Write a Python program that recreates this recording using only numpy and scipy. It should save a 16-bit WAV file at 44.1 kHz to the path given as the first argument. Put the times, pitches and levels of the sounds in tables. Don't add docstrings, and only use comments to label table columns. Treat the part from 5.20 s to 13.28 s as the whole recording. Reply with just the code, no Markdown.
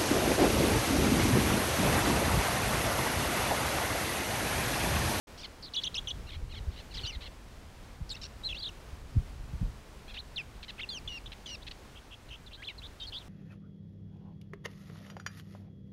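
import sys
import numpy as np
from scipy import signal
from scipy.fft import rfft, irfft, next_fast_len
from scipy.io import wavfile
from scipy.ndimage import map_coordinates

SR = 44100
rng = np.random.default_rng(int(sys.argv[2]) if len(sys.argv) > 2 else 0)


def master_out(mix):
    frames = np.transpose(np.atleast_2d(mix))
    ceiling = np.clip(frames, -1, 1)
    pcm = np.round(ceiling * 32767).astype(np.int16)
    wavfile.write(sys.argv[1], SR, pcm)


N = 356416
TOP_HZ = 15700

# start in seconds, dive in seconds, climb in seconds, tail in seconds, first pitch in Hz,
# lowest pitch in Hz, dive level in dB, dip level in dB, tail level at its peak in dB,
# octave overtone in dB before its fade and the beak's radiation.
HOOKS = [(0.536, 0.014, 0.014, 0.038, 5000, 2770, -34.5, -40.5, -29, -0.5),
         (.635, 0.012, 0.021, 0.014, 5210, 2840, -24, -40.5, -31, -1.5),
         (.742, 0.019, 0.017, 0.018, 4370, 2595, -35.5, -39.5, -31, 3),
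         (0.872, 0.027, 0.0071, .014, 3460, 2900, -31.5, -43.5, -32.5, -1)]
HOOK_CREST_HZ, HOOK_TAIL_HZ = 4000, 3400
HOOK_SETTLE_S = 0.0029
HOOK_DIVE_BUZZ, HOOK_DIP_BUZZ, HOOK_CREST_BUZZ, HOOK_TAIL_BUZZ = 0.28, 0.12, 0.42, 0.11
HOOK_BUZZ_HZ = 427
HOOK_TAIL_ARCH_DB = 5.5
HOOK_TAIL_PEAK = 0.33
HOOK_ATTACK_S, HOOK_OVERTONE_FADE_DB = 0.0021, 16
HOOK_CREST_DIP_DB, HOOK_CREST_S = 2, 0.004

# start in seconds, length in seconds, accent length in seconds, held pitch in Hz, sag in Hz per
# second, time constant of the drop in seconds, level in dB, accent level in dB,
# half the starting buzz depth, octave overtone at mid note in dB before the beak's radiation.
SLURS = [(5.691, 0.099, 0.012, 3730, 9030, 0.014, -43, -37.5, 0.06, -5.5),
         (5.877, 0.11, 0.0094, 2960, 2210, 0.0039, -44, -37, 0.07, -11),
         (6.261, 0.096, 0.0051, 3070, 3220, .005, -46, -41, 0.1, -2.5)]
SLUR_DROP_HZ = 520
SLUR_ACCENT_RISE = 0.17
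SLUR_BUZZ_HZ, SLUR_CLEARS_S = 700, 0.064
SLUR_SCOOP_HZ, SLUR_SCOOP_S = 700, 0.0019

# start in seconds, rise in seconds, fall in seconds, first pitch in Hz, top pitch in Hz,
# last pitch in Hz, starting level in dB, buzz depth before a factor of 0.7,
# octave overtone in dB before the beak's radiation.
PEAKED = [(3.347, 0.0503, 0.02, 2550, 4760, 3800, -43, 0.31, -14),
          (4.968, 0.031, 0.01, 2665, 4310, 3670, -42, 0.5, -27),
          (5.596, 0.025, 0.017, 1886, 3770, 2720, -41.5, 0.4, -23),
          (7.423, 0.029, 0.012, 1860, 4270, 3100, -46, 0.24, -24),
          (7.824, .013, .018, 3950, 6360, 3800, -59, .1, -20)]
PEAKED_BUZZ_HZ, PEAKED_CURVE = 757, 1.4

# start in seconds, length in seconds, first pitch in Hz, last pitch in Hz, swings per second,
# level in dB.
TRILLS = [(3.42, 0.064, 4120, 3410, 40, -37.5), (6.752, .043, 2980, 3080, 64, -54.5),
          (6.909, 0.043, 2990, 3010, 70, -50), (7.105, 0.055, 2940, 2940, 65, -47)]
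TRILL_SWING_HZ, TRILL_THROB_DB = 306, 2.5
TRILL_BUZZ, TRILL_BUZZ_HZ, TRILL_OCTAVE_DB = 0.17, 555, -17

# start in seconds, length in seconds, first pitch in Hz, middle pitch in Hz, last pitch in Hz,
# level in dB, swell over the note in dB, nominal buzz depth (less in the middle, more at the ends),
# buzz rate in Hz, octave overtone in dB before the beak's radiation.
GLIDES = [(0.425, 0.044, 5160, 4450, 4470, -45.5, -1, 0.77, 290, -10),
          (0.469, 0.022, 4200, 4030, 3250, -51, -2, .25, 291, -14),
          (1.779, 0.026, 4230, 3450, 2950, -40.5, -8, 0.43, 594, -20),
          (1.851, .013, 3450, 3720, 4130, -37.5, 1, 0.33, 600, -20),
          (1.864, 0.047, 2680, 3000, 2460, -40, 1.5, 0.2, 640, -5.5),
          (1.918, 0.047, 2340, 2130, 1970, -53, -2, 0.26, 640, -6.5),
          (2.894, 0.0038, 5370, 5200, 4900, -41.5, -6, 1, 794, -3),
          (2.902, 0.02, 4450, 4150, 4040, -40, -9, 0.36, 794, -2),
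          (2.916, 0.019, 3720, 3750, 3520, -41.5, -3, 0.19, 794, 7.5),
          (2.938, 0.019, 2500, 2580, 2680, -50, 19, 0.25, 794, -1),
          (2.961, 0.015, 2240, 2050, 1910, -59, -2, .2, 794, -4),
          (3.236, 0.017, 3900, 3930, 4000, -39.5, 3, 0.12, 696, -6),
          (3.248, 0.033, 4230, 4120, 3860, -34, 1, 0.03, 700, -13),
          (3.288, 0.036, 3540, 3310, 3080, -40, -6, 0.25, 700, -14),
          (3.325, .01, 3080, 2750, 2460, -36, -1, 0, 695, -25),
          (3.289, 0.032, 2910, 2700, 2570, -46, -6, 0.15, 685, -14),
          (3.34, 0.023, 3700, 4100, 4500, -52, 3, 0.3, 696, -24),
          (3.399, .012, 3000, 3300, 3370, -48, 5, 0.1, 700, -22),
          (3.429, .012, 3420, 3330, 3270, -45, 0, 0, 700, -22),
          (3.488, 0.011, 3180, 2850, 2600, -46, -10, 0, 670, -9),
          (5.161, .023, 4300, 3540, 3020, -36, 3.5, 0.11, 740, -26),
          (5.182, 0.037, 2810, 2550, 2300, -38.5, -17, 0.17, 737, -17),
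          (5.582, 0.023, 2580, 3150, 4160, -47, -4, 0.36, 930, -22),
          (5.634, .016, 2750, 2770, 2450, -40, -15, 0.1, 840, -34),
          (5.702, .039, 4540, 4720, 4050, -46.5, 5, .02, 600, -18),
          (6.06, 0.021, 3540, 3520, 3280, -46, -11, 0.45, 400, -12),
          (6.31, .052, 4500, 4180, 3650, -54, 2, 0.1, 710, -24),
          (6.421, 0.014, 3330, 3550, 4100, -49, 3, 0.6, 403, -11),
          (7.264, 0.022, 4170, 3600, 3380, -51, 1, 0.24, 640, -12),
          (7.311, .043, 2730, 3050, 3340, -53.5, 0, 0.63, 322, -24),
          (7.332, 0.033, 3850, 3850, 4100, -49.5, -3, 0.4, 323, -24),
          (7.376, 0.06, 1550, 1640, 1750, -58, 2, 0, 1610, -28),
          (7.472, 0.018, 3360, 3430, 2450, -38, 3, 0.02, 1580, -33),
          (7.481, 0.033, 4200, 3860, 3650, -50, -6, .1, 805, -24),
          (7.491, 0.031, 2480, 2150, 1900, -51.5, -10, 0.03, 810, -24),
          (7.492, 0.022, 3120, 2870, 2700, -48, -2, 0.2, 800, -24),
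          (7.581, .016, 4440, 4100, 3870, -47.5, 2, 0.17, 593, -11),
          (7.618, 0.052, 2840, 3500, 3780, -47, 5, 0.45, 265, -20),
          (7.8, .008, 3950, 3620, 3300, -45, 2, .9, 545, -14),
          (7.81, 0.029, 3750, 3670, 3700, -41, 1, 0.16, 1030, -14),
          (7.805, 0.056, 3250, 3130, 3360, -46.5, 6, 0.16, 500, -22),
          (7.869, 0.029, 4570, 4280, 4070, -45, -1, 0.33, 410, -9),
          (7.923, 0.065, 3030, 3400, 3860, -40, 1, 0.43, 243, -23),
          (7.932, 0.036, 4700, 4720, 4670, -53, 0, .5, 235, -24),
          (7.988, .045, 3680, 3450, 2720, -55, -5, .45, 234, -20)]
NOTE_ARCH_DB = 4.5
NOTE_WOBBLE_HZ, NOTE_WOBBLE_RATE = 265, 170.7

# start in seconds, length in seconds, middle pitch in Hz, upward slide over the stroke as a share
# of that pitch, sag of its ends as a share of that pitch, level in dB, rasp from 0 to 1 before the least
# rasp applies, throat resonance in Hz.
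RASPS = [(0.177, .042, 1600, -0.13, 0.34, -48.5, 0.42, 4600), (.219, .015, 1390, .4, 0.026, -50, .2, 4370),
         (0.234, 0.027, 1126, -.25, 0.097, -41.5, 0.54, 3760),
         (.614, 0.019, 1830, 0.47, 0.0049, -46, 0.16, 3870),
         (1.068, 0.031, 1366, 0.11, 0.0093, -53, 0.12, 3330),
         (1.089, .022, 1660, -0.53, 0.031, -47, 0.52, 3330),
         (1.118, 0.044, 1117, -.05, 0.069, -47, 0.75, 3300), (1.294, 0.026, 1050, 0.17, 0, -58, 0.21, 3430),
         (1.313, .022, 1390, -0.1, 0.062, -50, .5, 3460),
         (1.338, 0.019, 1665, -0.56, 0.012, -47, .45, 3350),
         (1.358, 0.035, 1080, -0.1, 0.12, -47.5, 0.32, 3400),
         (1.517, 0.04, 1100, 0, 0.058, -58, 0.65, 3600), (1.561, 0.055, 1007, -.1, 0.12, -50.5, 0.5, 3550),
         (1.71, 0.025, 1344, -0.25, 0.065, -52, .15, 3840),
         (1.739, .028, 1604, -0.66, 0.011, -43, 0.47, 4260),
         (1.771, .014, 2050, 0.145, .2, -40, 0.46, 4000), (1.798, 0.032, 1063, -.12, 0, -49, 0.78, 3780),
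         (1.834, 0.019, 1424, -0.0035, 0.025, -39.5, 0.19, 3820),
         (1.854, .026, 1438, .12, .05, -41, .9, 3960), (2.008, 0.045, 987, 0.015, 0.07, -48, 0.64, 3560),
         (2.057, 0.023, 992, -0.039, 0.088, -45.5, 0.9, 3440),
         (3.016, 0.051, 1383, -0.031, 0, -43.5, 0.86, 4670), (4.88, 0.046, 885, 0, 0.11, -50, 0.32, 3300),
         (4.938, .038, 930, -0.067, .1, -46.5, 0.64, 3420),
         (5.426, 0.023, 892, -0.074, 0.16, -45.5, 0.83, 3540),
         (5.482, 0.027, 1017, -0.16, 0.13, -42, 0.56, 3420),
         (5.881, .095, 984, 0.072, 0.14, -55, 0.81, 3770),
         (6.119, 0.0177, 906, -0.11, 0.14, -44.5, 0.92, 3340),
         (6.261, 0.053, 1010, -0.098, .04, -50.5, 0.82, 4160),
         (6.468, 0.019, 860, -0.19, 0.14, -42.5, 0.73, 3480),
         (6.511, 0.011, 1030, 0.046, 0.13, -42.5, 0.66, 3650),
         (7.085, 0.014, 1010, -0.23, 0, -56.5, 0.82, 3500)]
RASP_ARCH_DB = 4.5
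RASP_LEAST = 0.3

# time of the peak in seconds, peak level in dB, pitch at the peak in Hz,
# time in seconds from the peak to about 0.42 of its height.
THUMPS = [(1.181, -33, 74, 0.027), (1.237, -28, 40.3, 0.01), (1.488, -23, 62, 0.0078),
          (1.847, -31, 80.4, 0.0049), (1.972, -28, 58.3, 0.011), (2.815, -33, 133, 0.0066),
          (2.827, -29, 54.6, 0.0073), (3.734, -32, 60, 0.0046), (3.968, -26.5, 203, 0.0032),
          (3.975, -17.5, 103.6, 0.011), (3.99, -19, 48, 0.0082), (4.216, -36.5, 45.3, 0.014),
          (4.34, -30, 124, 0.0053), (4.356, -30.5, 60.3, 0.012), (4.419, -21.5, 119.6, 0.0044),
          (4.43, -27.5, 168, 0.0032), (4.462, -35, 139, 0.0062), (4.45, -23, 43.2, 0.017)]
THUMP_CHURN_DB, THUMP_CHURN_S = -21.5, 0.03
# frequency in Hz, relative level in dB.
THUMP_CHURN_COLOUR = [(15, -20), (45, -0.5), (120, 4), (200, -9.5), (300, -24), (600, -54)]

# time in seconds, level in dB before the common lift.
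RUMBLE = [(0.0, -66), (0.13, -55.5), (0.65, -53), (.85, -46), (1.2, -43), (1.65, -45.5), (1.98, -45.5),
          (2.2, -53.5), (3.24, -48), (3.5, -52), (3.9, -43.5), (4.2, -46.5), (4.5, -42), (4.65, -51.5),
          (5.6, -51.5), (5.9, -50), (6.4, -53), (8.08, -52.5)]
# frequency in Hz, relative level in dB.
RUMBLE_COLOUR = [(12, -58), (20, -1), (49, 2.5), (123, -9), (222, -23), (400, -30), (520, -29), (880, -120)]
# time in seconds, mean level in dB.
HISS = [(0, -50.5), (.5, -53), (.8, -50), (1.2, -54.5), (1.8, -51.5), (2.3, -54), (3.6, -53), (4.1, -53.5),
        (4.7, -54), (6.6, -53.5), (7.2, -57), (8.08, -54.5)]
# frequency in Hz, relative level in dB.
HISS_COLOUR = [(120, -3.5), (200, -2.5), (327, -7), (407, -7), (677, -9.5), (812, -10), (1150, -12),
               (2330, -16.5), (2850, -18), (4920, -21.5), (8980, -27.5), (15500, -36)]


def whistles(third_db=-8):
    out = np.zeros(N)
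    swing_hz, scratch_hz = 480, 260
    throb, lurch, buzz_jitter, flutter_db = 1.5, 0.35, 0.07, 1.6
    # (Hz, dB)
    beak = [(3200, 25), (4400, 9.5), (5400, -3), (6200, -1.0), (6900, -13.5), (7800, -18.5),
            (10000, -14.5), (14000, -40)]
    notes = [*hooks(), *slurs(), *peaked(), *trills(), *glides()]
    for t, hz, gain, depth, buzz_hz, octave_db in notes:
        depth = np.clip(depth, 0, 1)
        buzz = turn(buzz_hz * (1 + buzz_jitter * wander(t, 294.0)))
        shake_hz = swing_hz * np.sin(buzz) + lurch * buzz_hz * wander(t, 202.5)
        shake_hz = shake_hz + scratch_hz * wander(t, 898)
        wobble_hz = NOTE_WOBBLE_HZ * wander(t, NOTE_WOBBLE_RATE)
        phase = turn(hz + depth * (shake_hz + wobble_hz))
        pulsing = np.exp(throb * depth * np.cos(buzz)) / np.sqrt(np.i0(2 * throb * depth))
        upper = sum(np.sin(k * phase) * (k * hz < SR / 2) for k in range(3, 6))
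        overtones = np.exp(-depth) * shaped(np.sin(2 * phase) + undb(third_db) * upper, beak)
        tone = np.sin(phase) + undb(octave_db) * overtones
        flutter = undb(flutter_db * wander(t, 366))
        add(out, t, np.sqrt(2) * tone * gain * pulsing * flutter)
    return out


def hooks():
    for (s, dive_s, climb_s, tail_s, first_hz, low_hz,
         dive_db, dip_db, tail_db, octave_db) in HOOKS:
        t, _, gate = span(s, dive_s + climb_s + tail_s)
        dip, crest = s + dive_s, s + dive_s + climb_s
        dive = np.clip((dip - t) / dive_s, 0, 1) ** 2
        climb = np.clip((t - dip) / climb_s, 0, 1) ** 2
        tail = np.clip((t - crest) / tail_s, 0, 1)
        settled = 1 - np.exp(-np.maximum(t - crest, 0) / HOOK_SETTLE_S)

        hz = low_hz + (first_hz - low_hz) * dive + (HOOK_CREST_HZ - low_hz) * climb
        hz = hz + (HOOK_TAIL_HZ - HOOK_CREST_HZ) * settled
        swell_db = tail_db - HOOK_TAIL_ARCH_DB * (2 * (tail - HOOK_TAIL_PEAK)) ** 2
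        db = dip_db + (dive_db - dip_db) * np.sqrt(dive) + (swell_db - dip_db) * climb
        db = db - HOOK_CREST_DIP_DB * np.exp(-((t - crest) / HOOK_CREST_S) ** 2)
        depth = HOOK_DIP_BUZZ + HOOK_DIVE_BUZZ * dive
        depth = depth + HOOK_CREST_BUZZ * climb ** 2 * (1 - settled) + HOOK_TAIL_BUZZ * settled
        attack = np.clip((t - s) / HOOK_ATTACK_S, 0, 1)
        overtone_db = octave_db - HOOK_OVERTONE_FADE_DB * (dive + climb)
        yield t, hz, gate * attack * undb(db), depth, HOOK_BUZZ_HZ, overtone_db


def slurs(release_db=14, swell_db=3, brighten_db=6):
    for (s, length_s, accent_s, pitch_hz, sag_hz_per_s, drop_s,
         db, accent_db, depth, octave_db) in SLURS:
        t, u, gate = span(s, length_s)
        accent = 1 / (1 + np.exp((t - s - accent_s) / 0.00061))
        drop = np.exp((u - 1) * length_s / drop_s)
        hz = pitch_hz * (1 + SLUR_ACCENT_RISE * accent) - sag_hz_per_s * (t - s)
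        hz = hz - SLUR_DROP_HZ * drop - SLUR_SCOOP_HZ * np.exp((t[0] - t) / SLUR_SCOOP_S)
        held_db = db + swell_db * (u - .5)
        level = accent * accent_db + (1 - accent) * held_db - release_db * drop ** 2
        buzz_depth = 2 * depth * np.exp(-u * length_s / SLUR_CLEARS_S)
        yield t, hz, gate * undb(level), buzz_depth, SLUR_BUZZ_HZ, octave_db + brighten_db * (u - .5)


def peaked():
    for s, rise_s, fall_s, first_hz, top_hz, last_hz, db, depth, octave_db in PEAKED:
        t, u, gate = span(s, rise_s + fall_s)
        rise = np.clip((t - s) / rise_s, 0, 1) ** PEAKED_CURVE
        fall = np.clip((t - s - rise_s) / fall_s, 0, 1) ** PEAKED_CURVE
        hz = first_hz + (top_hz - first_hz) * rise + (last_hz - top_hz) * fall
        buzz_depth = 0.7 * depth * (1 - rise ** 2)
        yield t, hz, gate * undb(db - NOTE_ARCH_DB * u ** 2), buzz_depth, PEAKED_BUZZ_HZ, octave_db


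def trills():
    for s, length_s, first_hz, last_hz, rate, db in TRILLS:
        t, u, gate = span(s, length_s)
        swing = -np.cos(2 * np.pi * rate * (t - s))
        hz = first_hz + (last_hz - first_hz) * u + TRILL_SWING_HZ * swing
        level = db + TRILL_THROB_DB * swing - NOTE_ARCH_DB * ends(u)
        yield t, hz, gate * undb(level), TRILL_BUZZ, TRILL_BUZZ_HZ, TRILL_OCTAVE_DB


def glides(edge_buzz=0.82):
    for (s, length_s, first_hz, middle_hz, last_hz,
         db, swell_db, depth, buzz_hz, octave_db) in GLIDES:
        t, u, gate = span(s, length_s)
        bend_hz = (first_hz + last_hz) / 2 - middle_hz
        hz = middle_hz + (last_hz - first_hz) * (u - .5) + bend_hz * ends(u)
        level = db + swell_db * (u - .5) - NOTE_ARCH_DB * ends(u)
        buzz_depth = depth * (1 + edge_buzz * (ends(u) - .5))
        yield t, hz, gate * undb(level), buzz_depth, buzz_hz, octave_db


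def chatter(shimmer_db=4.0, smear_hz=480):
    out = np.zeros(N)
    lurch, smear = 0.1, 1.8
    # (multiple of the resonance, dB)
    throat = [(.3, -13.5), (.55, -3), (.78, 4), (1, 4), (1.2, 6), (1.36, -8), (1.8, -16.5), (3, -42)]
    for t, hz, gain, rasp, throat_hz in rasps():
        phase = turn(hz * (1 + lurch * rasp * wander(t, 154.7)))
        pulses = np.zeros(len(t))
        for k in range(1, 13):
            harmonic = np.cos(k * phase + smear * rasp * wander(t, smear_hz))
            pulses += harmonic * (k * hz < TOP_HZ)
        pulses = pulses * undb(shimmer_db * rasp * wander(t, 575))
        resonance = [(m * throat_hz, db) for m, db in throat]
        add(out, t, gain * unit(shaped(pulses, resonance)))
    return out


def rasps():
    for s, length_s, pitch_hz, slide, sag, db, rasp, throat_hz in RASPS:
        t, u, gate = span(s, length_s)
        hz = pitch_hz * (1 + slide * (u - .5) - sag * ends(u))
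        gain = gate * undb(db - RASP_ARCH_DB * ends(u))
        yield t, hz, gain, np.clip(rasp, RASP_LEAST, 1), throat_hz


def foliage(song, echo_db=-23, t60_s=0.35):
    t = np.arange(SR // 2) / SR
    response = rng.standard_normal(len(t)) * np.exp(-np.log(1000) * t / t60_s)
    return undb(echo_db) * signal.fftconvolve(song, response / np.linalg.norm(response))[:N]


def thumps(sag=0.22):
    out, churn_power = np.zeros(N), np.zeros(N)
    age = np.arange(-SR // 10, SR // 10) / SR
    for s, db, hz, half_s in THUMPS:
        phase = turn(hz * (1 - sag * np.tanh(age / half_s)))
        swing = np.cos(phase - phase[len(age) // 2])
        add(out, s + age, undb(db) / np.cosh(1.51 * age / half_s) * swing)
        churn_gain = undb(db + THUMP_CHURN_DB) / np.cosh(2 * age / THUMP_CHURN_S - .5)
        add(churn_power, s + age, churn_gain ** 2)
    return out + np.sqrt(churn_power) * noise(THUMP_CHURN_COLOUR)


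def air(rumble_db=1, surge_db=2, waver_db=0.73):
    t = np.arange(N) / SR
    rumble = noise(RUMBLE_COLOUR) * undb(curve(RUMBLE) + rumble_db + surge_db * wander(t, 12))
    hiss = noise(HISS_COLOUR) * undb(curve(HISS) + waver_db * wander(t, 11))
    return rumble + hiss


def span(start_s, length_s, edge_s=.002):
    t = np.arange(int((start_s - edge_s) * SR), int((start_s + length_s + edge_s) * SR)) / SR
    fade = np.clip(np.minimum(t - t[0], t[-1] - t) / edge_s, 0, 1)
    progress = np.clip((t - start_s) / length_s, 0, 1)
    return t, progress, np.sin(fade * np.pi / 2) ** 2


def ends(u):
    return (2 * u - 1) ** 2


def turn(hz):
    return 2 * np.pi * np.cumsum(hz) / SR


def wander(t, rate):
    place = (t - t[0]) * rate
    return map_coordinates(rng.standard_normal(4096), [place], order=3, mode="wrap")


def add(out, t, sound):
    start = int(round(t[0] * SR))
    out[start:start + len(sound)] += sound[:max(0, N - start)]


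def undb(db):
    return 10 ** (np.asarray(db) / 20)


def unit(x):
    return x / np.sqrt(np.mean(x ** 2))


def gain_at(hz, points):
    f, db = np.transpose(points)
    return undb(np.interp(np.log(np.maximum(hz, 1)), np.log(f), db))


def shaped(x, points):
    size = next_fast_len(len(x) + 512)
    response = gain_at(np.fft.rfftfreq(size, 1 / SR), points)
    return irfft(rfft(x, size) * response, size)[:len(x)]


def noise(points):
    return unit(shaped(rng.standard_normal(N), points))


def curve(rows):
    return np.interp(np.arange(N) / SR, *np.transpose(rows))


def scene():
    song = whistles() + chatter()
    return (song + foliage(song) + thumps() + air())[None]


def record(dry):
    opening = curve([(.07, 0), (.075, 1)])
    lowpass = signal.ellip(10, .1, 70, TOP_HZ, fs=SR, output="sos")
    return signal.sosfilt(lowpass, dry * opening)


dry = scene()
out = record(dry)
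master_out(out)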